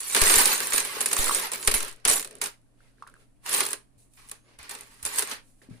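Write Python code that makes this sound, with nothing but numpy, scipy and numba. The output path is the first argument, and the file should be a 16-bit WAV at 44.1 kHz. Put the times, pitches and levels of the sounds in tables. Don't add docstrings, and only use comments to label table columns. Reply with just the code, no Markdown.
import sys
import numpy as np
from scipy import signal
from scipy.fft import rfft, irfft
from scipy.io import wavfile
from scipy.ndimage import uniform_filter1d
from numba import njit

SR = 44100
rng = np.random.default_rng(int(sys.argv[2]) if len(sys.argv) > 2 else 0)


def master_out(mix):
    frames = np.transpose(np.atleast_2d(mix))
    ceiling = np.clip(frames, -1, 1)
    pcm = np.round(ceiling * 32767).astype(np.int16)
    wavfile.write(sys.argv[1], SR, pcm)


def linear_from_db(decibels):
    return 10 ** (np.asarray(decibels, float) / 20)


N = 255780

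COINS_PAN_DB, TOP_PAN_DB, BODY_PAN_DB = -3, -1.7, 5

# (frequency [Hz], level [dB per Hz])
METAL_SPECTRUM = [(1470, -28.5), (2500, -7), (3320, -13), (4210, -6), (4970, -10.5), (8770, 1.5),
                  (9950, 3.5), (10600, 3), (11800, -13), (12800, -4), (15100, -10), (16100, -29.5),
                  (16500, -50.5)]
TOP_SPECTRUM = [(380, -37), (650, -22.5), (758, -5), (1040, 1), (1380, -2), (1750, 1), (2600, -0.5),
                (3310, -3.5), (4210, -2), (4960, -3.5), (6500, -8.5), (8450, -34.5), (14300, -120)]
BODY_SPECTRUM = [(53, -50), (90, -24), (135, -15), (237, -8.5), (272, -3.5), (326, -10), (408, 0),
                 (532, -4.5), (700, -8.5), (910, -38.5), (1540, -120)]
# (time [s], peak level [dB], strongest ring [Hz], table thump minus coin [dB])
POUR_KNOCKS = [(0.0034, -20, 10100, -23), (0.1476, -8, 10800, -7), (0.1644, -13, 8730, -1.5),
               (0.2159, -4.5, 8530, -11.5), (0.237, -9, 9000, -15), (0.2974, -10.5, 8790, -3),
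               (0.3391, -10.5, 8310, -7), (0.3564, -6.5, 8350, -16), (0.3834, -8, 8870, -18),
               (0.4044, -10.5, 9070, -22), (0.4554, -2.5, 9750, -17), (0.4754, -13.5, 10340, -27),
               (0.5786, -20.5, 9860, -13), (0.603, -16.5, 9900, -7), (0.7214, -16, 8575, -6),
               (0.7337, -11.5, 9840, -9), (0.7601, -13.5, 10340, -13), (0.7801, -8.5, 9870, -12),
               (0.8026, -17.5, 8890, -8.5), (0.8495, -18.5, 10720, -13), (1.0076, -11, 9920, -17),
               (1.0134, -16.5, 10500, -21), (1.0586, -8, 10240, -18.5), (1.1293, -9, 9160, -15),
               (1.1662, -16, 10050, -13), (1.1863, -14, 10050, -13.5), (1.2425, -14.5, 10470, -18),
               (1.2804, -18, 9830, -11), (1.3463, -12, 8330, -14), (1.1134, -19, 8920, -8)]
SHAKE_KNOCKS = [(1.5165, -21, 9700, -21.5), (1.5344, -19, 10600, -18), (1.576, -31, 9900, -21),
                (1.627, -23, 9940, -9.5), (1.6742, -4, 8850, -8), (1.7143, -11.5, 10200, -10.5),
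                (1.74, -12, 10200, -9), (1.8045, -18.5, 8560, -7.5), (1.8255, -21, 8300, -9.5),
                (1.8811, -31.5, 8900, -24), (1.9324, -47, 9600, -13), (1.9604, -48, 7930, -18),
                (1.9989, -53.5, 9200, -11), (2.0515, -10, 10000, -6.5), (2.081, -9.5, 8800, -15),
                (2.0983, -7.5, 8700, -18), (2.1114, -16.5, 8800, -18.5), (2.12, -10.5, 8300, -34),
                (2.1956, -19, 7900, -10.5), (2.226, -25.5, 8800, -10), (2.2478, -25, 8400, -10),
                (2.273, -35.5, 8850, -10), (2.3083, -39.5, 9150, -8), (2.3271, -53, 8700, -17),
                (2.353, -43, 8950, -11), (2.3654, -48, 8900, -16), (2.3835, -54, 9020, -19),
                (2.415, -12.5, 10100, -12), (2.441, -17.5, 6440, -13), (2.4578, -21.5, 9930, -5.5)]
PUSH_KNOCKS = [(3.0734, -44.5, 8300, -6.5), (3.0979, -55, 7680, -15), (3.4625, -28, 9820, -21.5),
               (3.4935, -27, 10300, -17), (3.5304, -21, 8490, -22), (3.5389, -11, 8040, -16),
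               (3.6047, -16.5, 9880, -3.5), (3.6621, -21, 9660, -9), (3.687, -20.5, 7600, -16),
               (3.705, -34, 9530, -12), (3.7309, -18.5, 9640, -9.5), (4.136, -48, 10170, -19),
               (4.2882, -38, 10700, -27), (4.3136, -27.5, 8740, -13), (4.6289, -39.5, 9740, -8),
               (4.6932, -34.5, 10600, -4), (4.7102, -25.5, 10200, -11), (4.7501, -29.5, 9200, -5.5),
               (4.787, -41.5, 10500, -6), (4.809, -32, 9240, -15), (4.8329, -56, 8990, -15),
               (5.0509, -14, 8000, -22), (5.1582, -19.5, 10000, -17), (5.1831, -15, 9900, -16),
               (5.1916, -11.5, 9140, -18), (5.2215, -18.5, 9870, -6), (5.2964, -26.5, 10200, -23),
               (5.3138, -19.5, 6070, -7.5), (4.588, -41, 10600, -8), (5.028, -24, 9500, -28)]


def knocks():
    s, db, hz, thump_db = np.transpose(POUR_KNOCKS + SHAKE_KNOCKS + PUSH_KNOCKS)
    gains = sides(db, COINS_PAN_DB)

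    skip_delay, skip_loss = rng.random((2, len(s)))
    landing = bursts(s, gains * linear_from_db(-6.5), decay_s=0.0015, alike=0.2)
    skip_s = s + 0.001 + 0.0037 * skip_delay
    skip = bursts(skip_s, gains * linear_from_db(-9 * skip_loss - 7), decay_s=0.0015, alike=0.1)
    settling = bursts(s, gains * linear_from_db(-18), decay_s=0.018, alike=0.1)
    crack = landing + skip + settling

    low_modes = jingle(s, gains * linear_from_db(-20), 3000, 11000, t60_s=0.025, count=6)
    high_modes = jingle(s, gains * linear_from_db(-20), 11300, 15600, t60_s=0.05, count=6)
    metal = colour(dull(crack) + low_modes + high_modes, METAL_SPECTRUM)
    ring = rings(s + 0.001, hz, 0.016, gains * linear_from_db(-11), apart=2)

    top = bursts(s, gains * linear_from_db(thump_db - 3), decay_s=0.0083, alike=0.13)
    body_gains = sides(db + thump_db - 15.5, BODY_PAN_DB)
    body = bursts(s + 0.0035, body_gains, decay_s=0.012, alike=0.97)
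    return metal + ring + colour(top, TOP_SPECTRUM) + colour(body, BODY_SPECTRUM)


# (time [s], peak level [dB])
CLINKS = [(0.0054, -23.5), (0.0326, -29), (0.0811, -28), (0.0997, -28.5), (0.1108, -25.5),
          (0.1145, -24.5), (0.1367, -23.5), (0.1485, -14.5), (0.1623, -15.5), (0.1656, -16.5),
          (0.1775, -16.5), (0.1911, -23.5), (0.1954, -20.5), (0.2076, -14.5), (0.2138, -15),
          (0.2169, -7), (0.2376, -16.5), (0.2581, -13.5), (0.2648, -12.5), (0.277, -13.5),
          (0.2893, -10.5), (0.2955, -14.5), (0.2989, -13.5), (0.3151, -17), (0.33, -14), (0.3403, -7),
          (0.3582, -10), (0.365, -13.5), (0.3805, -11.5), (0.3865, -14.5), (0.3919, -14.5),
          (0.4008, -12), (0.4063, -12), (0.4354, -20), (0.4455, -18.5), (0.4574, -11.5),
          (0.4764, -13.5), (0.5288, -18.5), (0.542, -22.5), (0.5491, -23), (0.5605, -23),
          (0.5794, -19.5), (0.604, -20), (0.6164, -27.5), (0.662, -33), (0.671, -18.5),
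          (0.7066, -22.5), (0.7227, -24.5), (0.7307, -17), (0.7348, -13.5), (0.7405, -16),
          (0.7608, -18), (0.7809, -13), (0.7839, -21.5), (0.8, -19), (0.8035, -18.5), (0.8281, -28.5),
          (0.8503, -26), (0.8551, -29), (0.8945, -35.5),
          (1.0067, -15), (1.0135, -16.5), (1.0595, -15.5), (1.0629, -14.5), (1.0831, -25),
                (1.088, -22.5), (1.113, -21), (1.1302, -13.5), (1.1336, -16), (1.1676, -17),
                (1.1906, -13.5), (1.2315, -18), (1.243, -17), (1.26, -20), (1.2814, -22.5), (1.2905, -18.5),
                (1.3484, -13), (1.3534, -17), (1.4365, -23.5), (1.5178, -21), (1.524, -26), (1.5356, -21),
                (1.558, -25), (1.5795, -31), (1.6147, -32.5), (1.6498, -22.5), (1.6594, -25.5),
                (1.6759, -8), (1.6776, -14), (1.7135, -16.5), (1.718, -19), (1.7405, -13.5),
                (1.7491, -15.5), (1.7808, -20), (1.805, -22), (1.825, -28.5), (1.8294, -23),
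                (1.8486, -25.5), (1.882, -32.5), (1.896, -38), (1.9132, -36), (1.9269, -37.5),
                (1.9328, -42), (1.9616, -48), (2.0004, -58.5), (2.0515, -9), (2.0563, -17), (2.077, -13),
                (2.0824, -13.5), (2.098, -10.5), (2.1014, -11), (2.1133, -10.5), (2.1224, -15),
                (2.196, -22), (2.208, -25.5), (2.2163, -27.5), (2.2268, -28), (2.2465, -24), (2.275, -34.5),
                (2.2844, -50),
          (2.3108, -37), (2.328, -49), (2.3528, -36), (2.3668, -48), (2.3845, -46), (2.389, -52),
               (2.4163, -21), (2.4204, -34), (2.4395, -19), (2.4613, -25), (2.4704, -25), (2.6161, -62.5),
               (3.024, -50), (3.0742, -49.5), (3.0988, -52), (3.1401, -52), (3.463, -30), (3.4943, -19.5),
               (3.5396, -20), (3.5471, -12), (3.6058, -13), (3.654, -22), (3.6648, -19), (3.688, -33),
               (3.7076, -22.5), (3.718, -28), (3.7313, -17.5), (3.7343, -36), (4.1372, -55), (4.2882, -41),
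               (4.296, -32.5), (4.315, -25.5), (4.3173, -31), (4.5887, -39), (4.5927, -53), (4.6295, -39),
               (4.6351, -48), (4.694, -28), (4.712, -35), (4.7512, -34), (4.7881, -39), (4.809, -31.5),
               (4.834, -42), (5.027, -38), (5.052, -19.5), (5.059, -33), (5.0627, -17), (5.0672, -29),
               (5.1258, -38), (5.1471, -26), (5.1592, -31), (5.1645, -37), (5.1696, -44), (5.186, -11),
               (5.193, -15), (5.2235, -21), (5.2271, -20), (5.2735, -26.5), (5.3157, -40), (5.3314, -39)]


def clinks():
    s, db = np.transpose(CLINKS)
    gains = sides(db, COINS_PAN_DB)
    crack = bursts(s, gains * linear_from_db(-3), decay_s=0.0014, alike=0.05)
    crack += rings(s, 9000 + 0 * s, 0.0017, gains * linear_from_db(-0.5), apart=2.5)
    modes = jingle(s, gains * linear_from_db(-7), 6000, 11000, t60_s=0.0059, count=4)
    wood = bursts(s, gains * linear_from_db(-21.5), decay_s=0.0042, alike=0.3)
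    return colour(dull(crack) + modes, METAL_SPECTRUM) + colour(wood, TOP_SPECTRUM)


def rattle():
    metal_db, top_db, body_db = motion()
    when, strength, place = rng.random((3, 6000))
    s = when * N / SR
    gains = sides(-1.4 * np.log(strength), 6 * (place - 0.5))

    chatter = np.clip((metal_db + 65) / 25, 0, 1)
    contacts = unit(bursts(s, gains, decay_s=0.0009, alike=0.03))
    hiss = pair(0.05)
    ticks = dull(0.7 * chatter * contacts + (1 - 0.6 * chatter) * hiss)
    low_modes = unit(jingle(s[:4000], gains[:, :4000] ** 0.55, 3200, 11000, t60_s=0.065, count=1))
    high_modes = unit(jingle(s[:1500], gains[:, :1500] ** 0.8, 11300, 15400, t60_s=0.08, count=1))
    modes = 0.85 * low_modes + 0.75 * high_modes
    metal = unit(colour(ticks + chatter * modes, METAL_SPECTRUM))

    wood_modes = unit(jingle(s[:2500], gains[:, :2500], 700, 3500, t60_s=0.1, count=1))
    wood_contacts = unit(bursts(s, gains, decay_s=0.013, alike=0.033))
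    top = unit(colour(wood_contacts + 0.31 * wood_modes, TOP_SPECTRUM))
    body = unit(colour(bursts(s, gains, decay_s=0.027, alike=0.9), BODY_SPECTRUM))

    metal = metal * sides(metal_db - 3.5, COINS_PAN_DB)
    top = top * sides(top_db - 3.5, TOP_PAN_DB)
    body = body * sides(body_db - 5, BODY_PAN_DB)
    return metal + top + body


# (time of full speed [s], hold [s],
# metal level [dB], table top minus metal [dB], table body minus top [dB])
SPILLS = [(0, .05, -33.5, -5, -14.5), (.152, 0.071, -24.5, 0, -13.5), (.462, 0.07, -21.5, -1, -14),
          (.58, 0.12, -31.5, -1.5, -11), (.736, 0.047, -25, -4.5, -12), (1.006, 0.23, -34, -1.5, -7),
          (1.52, .02, -34, 2.5, -10.5), (1.678, 0.0037, -32.5, 7.5, -21), (1.744, .005, -22.5, -4, -8.5),
          (1.93, 0.077, -72, 12, 0), (2.055, 0.0038, -32.5, 7.5, -13.5), (2.08, 0.059, -20, -7, -7),
          (2.417, 0.023, -34, 0.7, -15), (3.461, 0.0068, -43.5, 8.5, -25), (3.981, 0.047, -56.5, -23, 6.5),
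          (4.175, 0.08, -61, 6, -19.5), (4.592, 0.081, -51.5, 6.5, -14.5), (4.698, 0.043, -42.5, 2, -14.5),
          (5.03, .02, -45.5, -1, -16), (5.055, 0.0059, -30, -3, -9.5), (5.09, 0.054, -45.5, 5.5, -24),
          (5.621, 0.0034, -55.5, 0.5, -0.5), (5.699, 0.074, -61, 1, -2)]
SLIDES = [(.135, 0.0039, -25.5, -8.5, -11), (.27, .15, -18, -3, -11.5), (.85, .14, -37, 3.5, -12),
          (1.18, 0.2, -25.5, -4.5, -8), (1.44, 0.01, -32.5, 4, -14), (1.6, 0.0073, -45.5, -3, -1.5),
          (1.666, .005, -29.5, -8.5, -7.5), (1.84, .04, -42, 4.5, -11), (2.3, 0.11, -66, 10, 4),
          (2.83, 0.062, -67, 1.5, -6), (3.0, .12, -71, 4, 1), (3.2, 0.018, -62, -1, 1),
          (3.53, 0.099, -25.5, -2.5, -11.5), (3.69, .02, -37.5, -1.5, -7.5), (4.17, .11, -55, -18, -2),
          (4.33, .005, -50.5, -1.3, -10), (4.5, 0.037, -66.5, 7, -3.5), (4.8, 0.013, -50.5, 2.5, -7.5),
          (4.87, 0.38, -54, -2, -11), (5.19, 0.0072, -27.5, -3, -13.5), (5.31, 0.011, -40, 7, -12.5),
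          (5.47, 0.039, -59, -17, 0), (5.6, 0.0034, -62.5, -18.5, 0.5)]
REST_DB = [-75.5, -77.5, -77]


def motion():
    steeper_s = 0.073
    t = np.arange(0, N / SR, 0.001)
    power = linear_from_db(REST_DB)[:, None] ** 2 + 0 * t
    for rows, rise_db_s, settle_db_s in (SPILLS, 2596.5, 161), (SLIDES, 122.5, 172):
        s, hold_s, *steps_db = np.transpose(rows)
        early = np.maximum(s[:, None] - t, 0)
        late = np.maximum(t - (s + hold_s)[:, None], 0)
        loss_db = rise_db_s * early * (1 + (early / steeper_s) ** 2)
        loss_db += settle_db_s * late * (1 + late / (2 * steeper_s))
        levels_db = np.cumsum(steps_db, axis=0)
        power = power + linear_from_db(levels_db) ** 2 @ linear_from_db(-loss_db) ** 2
    return [np.interp(np.arange(N) / SR, t, 10 * np.log10(p)) for p in power]


# (time [s], peak level [dB], pitch [Hz])
POPS = [(0.968, -35, 445), (1.167, -21, 1120), (1.269, -21, 1310), (1.295, -12, 1200), (1.31, -14, 1140),
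        (2.805, -47.5, 1450), (2.983, -51.5, 1570), (3.0232, -27, 1173), (3.037, -40, 1050),
        (3.067, -38, 1660), (3.07, -44, 1090), (3.075, -37, 1350), (3.088, -41, 1405), (3.14, -39.5, 1570),
        (3.154, -48, 1500), (3.165, -47, 1290), (4.319, -40, 1114), (5.617, -42.5, 1800), (5.629, -57, 471)]


def purse():
    s, db, hz = np.transpose(POPS)
    gains = sides(db, -1.5)
    pops = rings(s, hz, 10.5 / hz, gains * linear_from_db(13), apart=0.3, swell_s=0.0024)
    slap = bursts(s + 0.0011, gains * linear_from_db(-25.5), decay_s=0.0052, alike=0.36)
    return pops + colour(slap, TOP_SPECTRUM)


# (time [s], peak level [dB], pitch [Hz], ring t60 [s])
THUDS = [
    (3.971, -51.5, 107, 0.093),
    (4.597, -47, 70, 0.089),
    (5.031, -44.5, 71, 0.18),
    (5.688, -39, 263, 0.079),
    (5.706, -41.5, 114.6, 0.23),
    (5.71, -36.5, 178, 0.106),
    (5.735, -45, 188.3, 0.092),
    (5.748, -50, 258, 0.12),
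]
# (time [s], lower line [Hz], level [dB])
SQUEAK = [
    (4.37, 5900, -95),
    (4.39, 6100, -78),
    (4.44, 6600, -76),
    (4.475, 7200, -76),
    (4.5, 7200, -80),
    (4.51, 6900, -100),
]


def fingers():
    s, db, hz, t60_s = np.transpose(THUDS)
    thuds = rings(s, hz, t60_s, sides(db, 4.9), apart=0.74)
    thuds = signal.lfilter([0.1], [1, -0.9], thuds)

    s, hz, db = np.transpose(SQUEAK)
    t = np.arange(N) / SR
    phase = 2 * np.pi * np.cumsum(np.interp(t, s, hz)) / SR
    lines = np.sin(phase) + 1.1 * np.sin(1.53 * phase)
    return thuds + linear_from_db(np.interp(t, s, db, -200, -200)) * lines


# (frequency [Hz], level [dB per Hz])
QUIET_SPECTRUM = [(8.8, -21.5), (15, 8.5), (75, -15.5), (123, -18.5), (164, -15.5), (286, -9.5),
                  (417, -28.5), (483, -25), (592, -19.5), (4840, -40.5), (10300, -27), (12000, -37),
                  (13400, -61.5), (16000, -54.5)]


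def room_tone():
    quiet_db, hum_db, hum_hz = -61.5, -69.5, 120
    t = np.arange(N) / SR
    rumble = signal.lfilter([0.05], [1, -0.95], 3 * pair(0.29))
    air = unit(colour(pair(0) + rumble, QUIET_SPECTRUM)) * linear_from_db(quiet_db)
    waver = unit(uniform_filter1d(rng.standard_normal(N), 3000))
    hum = linear_from_db(hum_db + 3 + 0.8 * waver) * np.sin(2 * np.pi * hum_hz * t + 0.2 * waver)
    return air + hum


def jingle(s, gains, low_hz, high_hz, t60_s, count):
    chance = rng.random((len(s), count, 3))
    hz = low_hz * (high_hz / low_hz) ** chance[..., 0]
    mode_gains = gains[..., None] * linear_from_db(-10 * chance[..., 1])
    mode_t60_s = t60_s * (0.3 + chance[..., 2])
    return rings(np.repeat(s, count), hz.ravel(), mode_t60_s.ravel(), mode_gains.reshape(2, -1), apart=2)


def rings(s, hz, t60_s, gains, apart, swell_s=1e-6):
    out = np.zeros((2, N))
    turn = np.exp(1j * apart * rng.standard_normal(len(s)))
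    soft = np.exp(-1 / (swell_s * SR))
    add_rings(out, (s * SR).astype(int), 1.0 * hz, t60_s + 0 * s, np.ascontiguousarray(gains), turn, soft)
    return out


@njit
def add_rings(out, at, hz, t60_s, gains, turn, soft):
    for e in range(len(at)):
        step = np.exp(2j * np.pi * hz[e] / SR - np.log(1000) / (t60_s[e] * SR))
        z, lag = 1 + 0j, soft
        for i in range(at[e], min(at[e] + int(t60_s[e] * SR), out.shape[1])):
            out[0, i] += gains[0, e] * (1 - lag) * z.imag
            out[1, i] += gains[1, e] * (1 - lag) * (z * turn[e]).imag
            z, lag = z * step, lag * soft


def bursts(s, gains, decay_s, alike):
    power = np.zeros((2, N))
    at = (s * SR).astype(int).clip(0, N - 1)
    np.add.at(power, (slice(None), at), gains ** 2)
    power = signal.lfilter([0.045], [1, -0.955], power)
    power = signal.lfilter([1], [1, -np.exp(-2 / (decay_s * SR))], power)
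    return np.sqrt(power) * pair(alike)


def pair(alike):
    mid, side = rng.standard_normal((2, N))
    alike = np.clip(alike, 0, 1)
    return np.sqrt((1 + alike) / 2) * mid + np.sqrt((1 - alike) / 2) * side * np.array([[1], [-1]])


def sides(db, pan_db):
    return linear_from_db(db + np.array([[0.5], [-0.5]]) * pan_db)


def dull(x):
    return signal.sosfilt(signal.butter(2, 12500, fs=SR, output="sos"), x)


def colour(x, spectrum):
    size = 4096
    hz, db = np.transpose(spectrum)
    bins_hz = np.arange(size // 2 + 1) * SR / size
    log_gain = np.interp(np.log(bins_hz + 1), np.log(hz), db) * np.log(10) / 20
    cepstrum = irfft(log_gain)
    cepstrum[1:size // 2] *= 2
    cepstrum[size // 2 + 1:] = 0
    response = irfft(np.exp(rfft(cepstrum)))
    response /= np.sqrt(np.sum(response ** 2))
    return signal.oaconvolve(x, response[None], axes=1)[:, :N]


def unit(x):
    return x / np.sqrt(np.mean(x ** 2))


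def scene():
    room_t60_s, room_db = 0.22, -14
    sources = knocks() + clinks() + rattle() + purse() + fingers()
    t = np.arange(SR // 2) / SR
    tail = rng.standard_normal((2, len(t))) * linear_from_db(-60 * t / room_t60_s) * (t > 0.003)
    tail = signal.lfilter([1], [1, -0.55], tail)
    tail /= np.sqrt(np.sum(tail ** 2) / 2)
    wet = signal.oaconvolve(sources, tail, axes=1)[:, :N]
    return sources + linear_from_db(room_db) * wet + room_tone()


def top_cut(x):
    return signal.sosfilt(signal.butter(12, 16640, fs=SR, output="sos"), x)


# (time [s], left level [dB], right level [dB])
JOLTS = [
    (0.219, -17.5, -25.5),
    (0.369, -30.5, -25.5),
    (0.74, -47, -39),
    (1.192, -30.5, -21),
    (1.349, -45, -42.5),
    (1.68, -20.5, -27.5),
    (1.748, -23, -31.5),
    (2.058, -36, -40),
    (2.093, -36, -40),
]


def record(dry):
    s, left_db, right_db = np.transpose(JOLTS)
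    jolts = np.zeros((2, N))
    jolts[:, (s * SR).astype(int)] = linear_from_db([left_db, right_db])
    t = np.arange(SR // 2) / SR
    onset = 1 - np.exp(-(t / 0.0026) ** 2)
    swing = np.exp(-t / 0.067) * np.cos(2 * np.pi * 4.5 * t + 0.5)
    sag = -1.6 * onset * swing
    x = dry + signal.oaconvolve(jolts, sag[None], axes=1)[:, :N]
    x = np.tanh(0.8 * x) / 0.8
    x = signal.sosfilt(signal.ellip(6, 0.2, 60, 16200, fs=SR, output="sos"), x)
    return top_cut(x)


dry = scene()
out = record(dry)
master_out(out)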